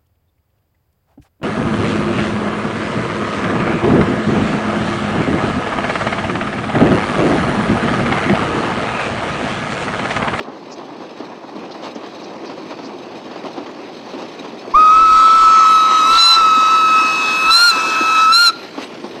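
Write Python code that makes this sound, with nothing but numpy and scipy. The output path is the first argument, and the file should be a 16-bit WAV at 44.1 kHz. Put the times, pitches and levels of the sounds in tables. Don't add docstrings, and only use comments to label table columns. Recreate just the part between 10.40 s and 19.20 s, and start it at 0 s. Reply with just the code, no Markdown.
import sys
import numpy as np
from scipy import signal
from scipy.fft import rfft, irfft, next_fast_len
from scipy.io import wavfile
from scipy.ndimage import uniform_filter1d, minimum_filter1d, map_coordinates

SR = 44100
rng = np.random.default_rng(int(sys.argv[2]) if len(sys.argv) > 2 else 0)


def store_pcm(level_fs):
    pcm = np.round(np.clip(level_fs, -1, 1) * 32767).astype(np.int16)
    wavfile.write(sys.argv[1], SR, np.atleast_2d(pcm).T)


N = 388080

# (time [s], pitch [Hz])
PLAIN_PITCH = [(4.38, 1272), (4.5, 1266), (4.62, 1309), (4.7, 1285), (4.93, 1309), (5.06, 1306),
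               (5.3, 1296), (5.62, 1280), (6.12, 1293), (6.25, 1285), (6.31, 1303), (6.5, 1287),
               (6.66, 1288), (6.85, 1288), (7.06, 1290), (7.36, 1304), (7.6, 1298), (7.9, 1299)]
# (time [s], fundamental [dB], octave [dB], twelfth [dB])
PLAIN_PARTIALS = [(4.36, -6, -32, -43), (4.6, -8, -30.5, -38.5), (4.85, -8, -38.5, -32.5),
                  (5.05, -8, -36.5, -44.5), (5.38, -9, -30, -27), (5.5, -12.5, -37.5, -29.5),
                  (5.7, -11, -26.5, -23.5), (6.05, -10, -27.5, -29), (6.42, -11.5, -25.5, -29.5),
                  (6.58, -10.5, -19, -35), (6.76, -22.5, -19.5, -33), (7.04, -20.5, -17, -34),
                  (7.1, -9.5, -16, -28.5), (7.36, -20, -22, -34), (7.58, -18.5, -20.5, -38),
                  (7.8, -11, -20, -24), (7.92, -9, -25, -39), (8.1, -10.5, -31, -31.5)]
# (start [s], top [s], end [s], bend [Hz], overblown from [s], overblown until [s],
#  hoarseness before the flip [dB], added steam rush [dB], added fizz [dB])
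PULLS = [(5.635, 5.87, 6.04, 76, 5.778, 5.962, 6, 2.5, -2),
         (7.07, 7.262, 7.325, 124, 7.11, 7.312, -1, 1, 10.5),
         (7.895, 8.025, 8.112, 121, 7.928, 8.096, -6, -1, 11.5)]
# (centre [Hz], half width [Hz], level [dB])
UPPER_MODES = [(5530, 440, -29), (6730, 330, -31), (8220, 280, -35.5), (9540, 170, -37.5),
               (11040, 270, -42.5), (12550, 320, -46.5), (13600, 320, -50), (15300, 400, -56)]
# (offset [Hz], relative level per Hz [dB])
EDDIES = [(20, -6.0), (100, 4), (280, -13), (480, 0), (900, -24), (3000, -81)]
# (frequency [Hz], relative level per Hz [dB])
BREATHY_COLOUR = [(100, -72), (500, -35), (750, -26.5), (900, -8.5), (1050, 1.5), (1200, 2.5), (1400, -0.5),
                  (1600, -7), (1800, -19), (2300, -30), (5000, -91)]
# (frequency [Hz], relative level per Hz [dB])
JET_COLOUR = [(60, -43), (600, -3), (1300, 7), (2000, -2), (2500, 3.5), (3100, -1.5), (3700, 2),
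              (4400, 1.5), (5100, -4), (6000, -1.5), (7000, -11), (7900, -8), (8900, -31.5), (15000, -72)]
# (frequency [Hz], relative level per Hz [dB])
FIZZ_COLOUR = [(1000, -61), (4000, -25), (7000, -5.5), (8100, 8.5), (8950, -1), (9750, 5), (10500, -5),
               (11400, 3), (12200, -6.5), (13300, -1.5), (14400, -13), (15700, -17)]
# (time [s], level [dB])
FIZZ_LEVEL = [(4.39, -55.5), (4.65, -53.5), (4.77, -47.5), (5.05, -46), (5.2, -55), (5.32, -42.5),
              (5.5, -51.5), (5.72, -39.5), (6.08, -49.5), (6.4, -46.5), (6.85, -48.5), (7.03, -41.5),
              (7.6, -45), (8.1, -46)]
# (time [s], lag [ms])
GROUND_LAG = [(4.3, 0.845), (5.0, 0.91), (5.9, 1.029), (6.7, 1.125), (7.6, 1.197), (8.1, 1.255)]
# (time [s], 1/e half length [s], level [dB])
GAIN_THUMPS = [(4.36, 0.036, -41), (4.582, .05, -40), (4.73, 0.088, -38.5), (5.018, 0.092, -41),
               (5.328, .06, -46), (5.76, 0.055, -39.5), (5.99, 0.055, -46), (6.201, 0.041, -56),
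               (6.6, .04, -56), (7.103, 0.043, -40), (7.27, .05, -46), (7.94, 0.059, -44)]
# (frequency [Hz], relative level per Hz [dB])
GAIN_THUMP_COLOUR = [(10, -1.5), (25, 5), (55, -4.5), (100, -9.5), (200, -30), (1000, -92)]
# (time [s], rumble [dB], clatter [dB], hiss [dB])
ROLLING_LEVELS = [(0, -35.5, -40.5, -47), (1.0, -36, -38.5, -47.5), (1.6, -34.5, -38.5, -44),
                  (2.3, -32.5, -39, -43.5), (3.5, -34, -40.5, -43.5), (4.3, -33, -38, -41.5),
                  (5.1, -34.5, -38.5, -35.5), (5.6, -32, -36.5, -39), (6.0, -34.5, -41, -56),
                  (6.6, -31.5, -39.5, -37), (7.5, -33, -46, -37.5), (8.2, -35, -42.5, -39.5),
                  (8.8, -32.5, -42, -41.5)]
# (time [s], 1/e half length [s], rumble [dB], clatter [dB], hiss [dB])
LURCHES = [(.005, 0.02, 8.5, 3, 7.5), (0.085, 0.032, 2, 6.5, -5), (0.397, .03, 2, 0, 2),
           (0.622, 0.055, 3.5, 3.5, 3.5), (0.83, 0.057, 2.5, -0.5, 2.5), (1.23, 0.08, 4, -0.5, 2.5),
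           (1.352, 0.02, 1, 7.5, 3.5), (1.455, 0.04, 4.5, 7.5, 6), (1.655, 0.021, 2, 8, 5),
           (2.331, .018, 1, 10, 1.5), (2.55, 0.036, 1.5, 4.5, 0.5), (2.78, 0.011, 5, 0, 1.5),
           (3.068, 0.026, 4, 6.5, 5.5), (3.19, 0.033, 5, 5, 0.5), (3.793, 0.072, 2, 2, 3.5),
           (4.41, 0.016, 4, -6, 5), (5.71, .03, 4, -5, 0), (7.372, .02, 5, 5, -1),
           (7.483, 0.032, 5, -7, -3), (8.427, 0.024, 4, 4, 8.5), (8.575, 0.038, 0.5, -1, 1.5)]
# (frequency [Hz], relative level per Hz [dB])
RUMBLE_COLOUR = [(10, -81), (30, -51.5), (60, -34.5), (100, -19), (160, -10), (240, -2), (330, 0.5),
                 (450, -4.5), (600, -7.5), (900, -15.5), (1600, -54), (5000, -100)]
# (frequency [Hz], relative level per Hz [dB])
CLATTER_COLOUR = [(40, -76), (300, -19), (550, 2), (800, 4.5), (1150, 1.5), (1450, -10), (2000, -13),
                  (3200, -39), (9000, -76.5)]
# (frequency [Hz], relative level per Hz [dB])
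HISS_COLOUR = [(60, -80), (1200, -1), (2000, 0), (2550, 0), (3200, -2), (3900, -5.5), (4500, -3.5),
               (5600, -10.5), (6300, -13.5), (7200, -25), (7950, -25), (8700, -31), (9700, -32.5),
               (15500, -44)]
# (centre [Hz], width [Hz], relative level [dB])
FITTINGS = [(2450, 170, -3.5), (3824, 130, -2), (4210, 160, -6.5), (5200, 57, -6), (6180, 81, -9.5),
            (7960, 170, -22), (9400, 450, -35)]
# (time [s], knock level [dB], clank relative to the thud [dB])
JOINTS = [(0.002, -33, -10), (0.08, -22.5, -12), (0.8, -20, -6), (1.008, -27.5, -19), (1.16, -20.5, -12),
          (1.425, -25, -5), (1.556, -20, -6), (1.633, -23.5, -3), (2.097, -28, 3.5), (2.175, -24.5, -6),
          (2.304, -21.5, -1), (2.386, -22.5, -3), (2.754, -26, -16), (2.908, -27, 0.5), (2.957, -24, -1.5),
          (3.037, -26.5, -6.5), (3.174, -19, -4.5), (3.26, -24.5, 0), (3.732, -15.5, -12),
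          (3.819, -22.5, -2), (4.042, -23, -3), (4.275, -22, -17), (5.507, -27, 7), (6.17, -20, -8.5),
          (6.638, -22, -10), (7.357, -15, -9), (7.604, -14.5, -11), (8.377, -14.5, -6), (8.638, -17.5, -5)]
# (centre [Hz], width [Hz], relative level [dB])
WAGON_FRAME = [(215, 40, -2.5), (277, 42, 3), (367, 82, -0.5), (448, 107, -2.5), (666, 150, -11)]
# (frequency [Hz], relative level per Hz [dB])
CLANK_COLOUR = [(30, -69), (300, -24), (600, 5), (1100, 5.5), (1600, -9), (2600, -9.5), (4500, -11),
                (6500, -23.5), (9000, -50), (15000, -60)]
# (time [s], 1/e half length [s], centre [Hz], width [octaves], level [dB])
SCRAPES = [(0.329, 0.016, 5400, 0.23, -38), (1.321, 0.0088, 4250, .3, -36),
           (1.449, 0.022, 3440, 0.53, -37.5), (1.556, 0.0069, 5570, 0.2, -42),
           (1.845, 0.012, 4900, 0.25, -41), (2.074, 0.018, 4750, .2, -40), (2.458, 0.018, 4600, 0.32, -40),
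           (3.31, .02, 6960, .03, -58), (8.431, 0.022, 2700, 0.98, -42), (8.452, .016, 7950, 0.028, -51)]
# (time [s], level [dB])
FAR_TREBLE_LEVEL = [(0, -84.5), (4.3, -78), (8.2, -59.5), (8.8, -62)]
# (frequency [Hz], decay by 60 dB [s])
FIELD_DECAY = [(200, .3), (1300, 0.92), (2700, 0.62), (4100, 0.62), (6000, .3), (12000, .2)]

OPEN_S, SHUT_S = 4.336, 8.113
BUILD_S = 0.18
SCOOP_HZ, SCOOP_S = 322.8, 0.011
SETTLE_HZ, SETTLE_S = 44.62, 0.05
FLIP_S, LOCK_HZ = 0.0032, 14
THIRD_HZ, THIRD_WIDTH_HZ, THIRD_DB = 4042, 232, -10
FIRST_DB, ROBBED_DB, OCTAVE_DB = -5, 11, -27.5
BRIGHT_HZ, BRIGHT_DB_PER_HZ = 1385, 0.013
SURGE_DB = 9
BREATHY_DB, JET_DB = -23.5, -26.5
BREAK_LEAD_S, BREAK_S = 0.025, 0.043
SPILL = 0.14
FULL_DB = -12.5
TOP_HZ = 15740


def pipe(jitter_hz=4.55, flutter=0.022, upper_flutter=0.36, plain_db=-7, plain_tilt_db=-5.0):
    pitch, shrill = pipe_pitch(), overblow()
    first, second, third = partials(pitch, shrill)
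    shaken_pitch = pitch + jitter_hz * wobble(220) + 2.495 * wobble(30)
    phase = 2 * np.pi * np.cumsum(shaken_pitch) / SR
    tone = (first + flutter * wobble(70)) * np.sin(phase)
    tone += second * amp(0.66 * wobble(90)) * np.sin(2 * phase)
    tone += third * amp(wobble(90)) * np.sin(3 * phase + 0.14 * wobble(400))
    pressure_db = np.interp(clock(), [OPEN_S, 5.3], [-13, 0])
    bright_db = shrill * BRIGHT_DB_PER_HZ * (pitch - BRIGHT_HZ)
    for step, k in enumerate(range(4, 12)):
        modes = sum(amp(db) / (1 + ((k * pitch - hz) / width) ** 2) for hz, width, db in UPPER_MODES)
        tilt_db = (1 - shrill) * (plain_db + plain_tilt_db * step)
        drift_db = 2.5 * wobble(22)
        level = modes * amp(pressure_db + tilt_db + bright_db * step + drift_db)
        tone += level * (1 + upper_flutter * wobble(200)) * np.sin(k * phase + 0.44 * wobble(260))
    return np.sqrt(2) * (tone + unrest(phase)) * valve()


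def pipe_pitch():
    plain = curves(PLAIN_PITCH)[0] - SCOOP_HZ * settling(SCOOP_S) - SETTLE_HZ * settling(SETTLE_S)
    bends = 0
    for start, top, end, bend_hz, *_ in PULLS:
        pull = np.interp(clock(), [start, top, end], [0, 1, 0])
        bends = bends + bend_hz * np.sin(np.pi / 2 * pull)
    return plain + bends - LOCK_HZ * overblow()


def partials(pitch, shrill):
    plain = amp(curves(PLAIN_PARTIALS))
    in_tune = 1 / (1 + ((3 * pitch - THIRD_HZ) / THIRD_WIDTH_HZ) ** 2)
    first = amp(FIRST_DB - ROBBED_DB * in_tune)
    blown = np.array([first, amp(OCTAVE_DB) * np.sqrt(in_tune), amp(THIRD_DB) * in_tune])
    return (1 - shrill) * plain + shrill * blown


def overblow():
    return sum(overblown(*pull[4:6]) for pull in PULLS)


def overblown(start, end):
    return (np.tanh((clock() - start) / FLIP_S / 2) - np.tanh((clock() - end) / FLIP_S / 2)) / 2


def unrest(phase, warble_db=-30, croak_db=-28, undertone_db=-34):
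    speaking = np.interp(clock(), [OPEN_S, 4.42, 4.5], [1, 1, 0])
    undertone = amp(undertone_db) * speaking * (1 + 0.3 * wobble(60)) * np.sin(phase / 2)
    croak = 0
    for *_, start, end, break_db, rush_db, fizz_db in PULLS:
        croak = croak + amp(croak_db + break_db) * swell(start - BREAK_LEAD_S, BREAK_S)
    return undertone + (amp(warble_db) * overblow() + croak) * noise(EDDIES) * np.sin(3 * phase)


def valve(rise=0.016, fall=0.024):
    return np.clip((clock() - OPEN_S) / rise, 0, 1) * np.clip((SHUT_S - clock()) / fall, 0, 1)


def settling(seconds):
    return np.exp(-np.maximum(clock() - OPEN_S, 0) / seconds)


def steam(breathy_lack_db=12, jet_lack_db=13, breathy_loss_db=5.0, drift_db=1.16):
    lack = settling(BUILD_S)
    spill_db = SPILL * np.maximum(FULL_DB - curves(PLAIN_PARTIALS)[0], 0)
    flow_db = drift_db * wobble(9)
    fizz_db, = curves(FIZZ_LEVEL)
    hoarse_db = 0
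    for *_, start, end, break_db, rush_db, sizzle_db in PULLS:
        shrill = overblown(start, end)
        hoarse_db = hoarse_db + break_db * swell(start - BREAK_LEAD_S, BREAK_S)
        flow_db = flow_db + rush_db * shrill
        fizz_db = fizz_db + sizzle_db * shrill
    breathy_db = BREATHY_DB - breathy_lack_db * lack + flow_db - breathy_loss_db * overblow()
    jet_db = JET_DB - jet_lack_db * lack + flow_db + spill_db + hoarse_db
    breathy = amp(breathy_db) * patchy(noise(BREATHY_COLOUR), depth_db=0.5)
    jet = amp(jet_db) * patchy(noise(JET_COLOUR), depth_db=2.03)
    fizz = amp(fizz_db) * patchy(noise(FIZZ_COLOUR), depth_db=0.7)
    return bounced(breathy + jet + fizz) * valve()


def bounced(x, strength=0.66):
    lag_ms, = curves(GROUND_LAG)
    late = map_coordinates(x, [np.arange(N) - lag_ms * SR / 1000])
    return (x + strength * late) / np.hypot(1, strength)


def rolling(rattles=70, rattle_db=-6.0):
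    lurch_db = sum(np.outer(dbs, swell(s, length)) for s, length, *dbs in LURCHES)
    rumble_db, clatter_db, hiss_db = curves(ROLLING_LEVELS) + lurch_db
    jolt = wobble(45)
    rumble = amp(rumble_db + 0.71 * jolt) * patchy(noise(RUMBLE_COLOUR), depth_db=0.3)
    clatter_db = clatter_db + 2.3 * jolt + 1.2 * wobble(160)
    clatter = amp(clatter_db) * patchy(noise(CLATTER_COLOUR), depth_db=-0.5)
    taps = (rng.random(N) < rattles / SR) * amp(0.96 * rng.standard_normal(N))
    tap_decay = np.exp(-clock()[:SR // 10] / 0.011)
    chatter = signal.fftconvolve(taps, tap_decay)[:N] * rng.standard_normal(N)
    hiss = patchy(noise(HISS_COLOUR), depth_db=1.74) * amp(0.61 * jolt + 1.57 * wobble(180))
    hiss += amp(rattle_db) * unit(ring(chatter, FITTINGS))
    return rumble + clatter + amp(hiss_db) * hiss


def joints(thud_t60=0.09, clank_t60=0.14, blow=6.5, low_hz=110):
    blows, thud, clank = np.zeros((3, N))
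    for s, db, clank_db in JOINTS:
        start = max(round(s * SR), 0)
        t = clock()[:min(SR // 3, N - start)]
        blows[start] = amp(db) * blow
        thud[start:start + len(t)] += amp(db - 60 * t / thud_t60)
        clank_rise = 1 - np.exp(-t / 0.0015)
        clank[start:start + len(t)] += amp(db + clank_db - 60 * t / clank_t60) * clank_rise
    white = rng.standard_normal(N)
    body = ring(blows + amp(-3.5) * thud * white, WAGON_FRAME) / np.std(ring(white, WAGON_FRAME))
    body = filtered(body, lambda hz: (1j * hz / (low_hz + 1j * hz)) ** 2 / (1 + 1j * hz / 2500))
    return body + amp(-3.5) * clank * noise(CLANK_COLOUR)


def scrapes():
    out, hz = np.zeros(N), np.fft.rfftfreq(SR, 1 / SR)
    for s, length, centre_hz, octaves, db in SCRAPES:
        response = np.exp(-0.5 * (np.log2((hz + 1) / centre_hz) / octaves) ** 2)
        band = irfft(rfft(rng.standard_normal(SR)) * response)
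        out += amp(db) * np.resize(unit(band), N) * swell(s, length)
    return out


def far_treble():
    level_db, = curves(FAR_TREBLE_LEVEL)
    return amp(level_db) * patchy(noise(FIZZ_COLOUR), depth_db=7.0)


def echoes(x):
    hz, t, z = signal.stft(rng.standard_normal(SR), SR, nperseg=256)
    decay = amp(-60 * t / along(FIELD_DECAY, hz)[:, None])
    tail = signal.istft(z * decay, SR, nperseg=256)[1]
    return signal.fftconvolve(x, tail / np.linalg.norm(tail))[:N]


def gain_thumps(push=0.1, push_s=4.353, push_length=0.007, bed_db=-53, fade_db_per_s=4):
    bed_gate = np.interp(clock(), [OPEN_S, OPEN_S + 0.01, SHUT_S, SHUT_S + 0.3], [0, 1, 1, 0])
    bed = amp(bed_db - fade_db_per_s * (clock() - OPEN_S)) * bed_gate
    thumps = sum(amp(db) * swell(s, length) for s, length, db in GAIN_THUMPS) * valve()
    return (bed + thumps) * noise(GAIN_THUMP_COLOUR) - push * swell(push_s, push_length)


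def amp(db):
    return np.exp(np.asarray(db) * (np.log(10) / 20))


def unit(x):
    return x / np.sqrt(np.mean(x ** 2) + 1e-20)


def clock():
    return np.arange(N) / SR


def along(points, hz):
    f, v = np.transpose(points)
    return np.interp(np.log(hz + 1), np.log(f + 1), v)


def curves(rows):
    s, *cols = np.transpose(rows)
    return [np.interp(clock(), s, c) for c in cols]


def wobble(rate):
    coarse = np.arange(0, N + 32, 32)
    knots = rng.standard_normal(int(N * rate / SR) + 4)
    return np.interp(np.arange(N), coarse, map_coordinates(knots, [coarse * rate / SR]))


def swell(s, length):
    near = np.arange(max(int((s - 4 * length) * SR), 0), min(int((s + 4 * length) * SR), N))
    out = np.zeros(N)
    out[near] = np.exp(-((near / SR - s) / length) ** 2)
    return out


def filtered(x, response):
    m = next_fast_len(N + SR // 2)
    return irfft(rfft(x, m) * response(np.fft.rfftfreq(m, 1 / SR)), m)[:N]


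def noise(spectrum):
    return unit(filtered(rng.standard_normal(N), lambda hz: amp(along(spectrum, hz))))


def patchy(x, depth_db):
    z = signal.stft(x, nperseg=512)[2]
    patch = np.outer(np.hanning(9), np.hanning(25))
    field = signal.fftconvolve(rng.standard_normal(z.shape), patch, "same")
    return unit(signal.istft(z * amp(depth_db * unit(field)), nperseg=512)[1][:N])


def ring(x, modes):
    def response(f):
        return sum((-1) ** k * amp(db) * 1j * f * w / (c * c - f * f + 1j * f * w)
                   for k, (c, w, db) in enumerate(modes))
    return filtered(x, response)


def scene():
    whistle = (pipe() + steam()) * amp(SURGE_DB * overblow())
    train = rolling() + joints() + scrapes() + far_treble()
    return (whistle + amp(-32.5) * echoes(whistle) + gain_thumps() + train)[None]


def record(dry, ceiling=0.91, threshold_db=-13, range_db=8.5, treble_hz=3000):
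    treble = filtered(dry[0], lambda hz: hz > treble_hz)
    treble_db = 10 * np.log10(np.abs(uniform_filter1d(treble ** 2, size=440)) + 1e-12)
    x = dry[0] * amp(-np.clip(treble_db - threshold_db, 0, range_db))
    needed = np.minimum(1, ceiling / (np.abs(x) + 1e-9))
    gain = uniform_filter1d(minimum_filter1d(needed, size=440), size=220)
    return filtered(x * gain, lambda hz: hz < TOP_HZ)[None]


dry = scene()
out = record(dry)
store_pcm(out)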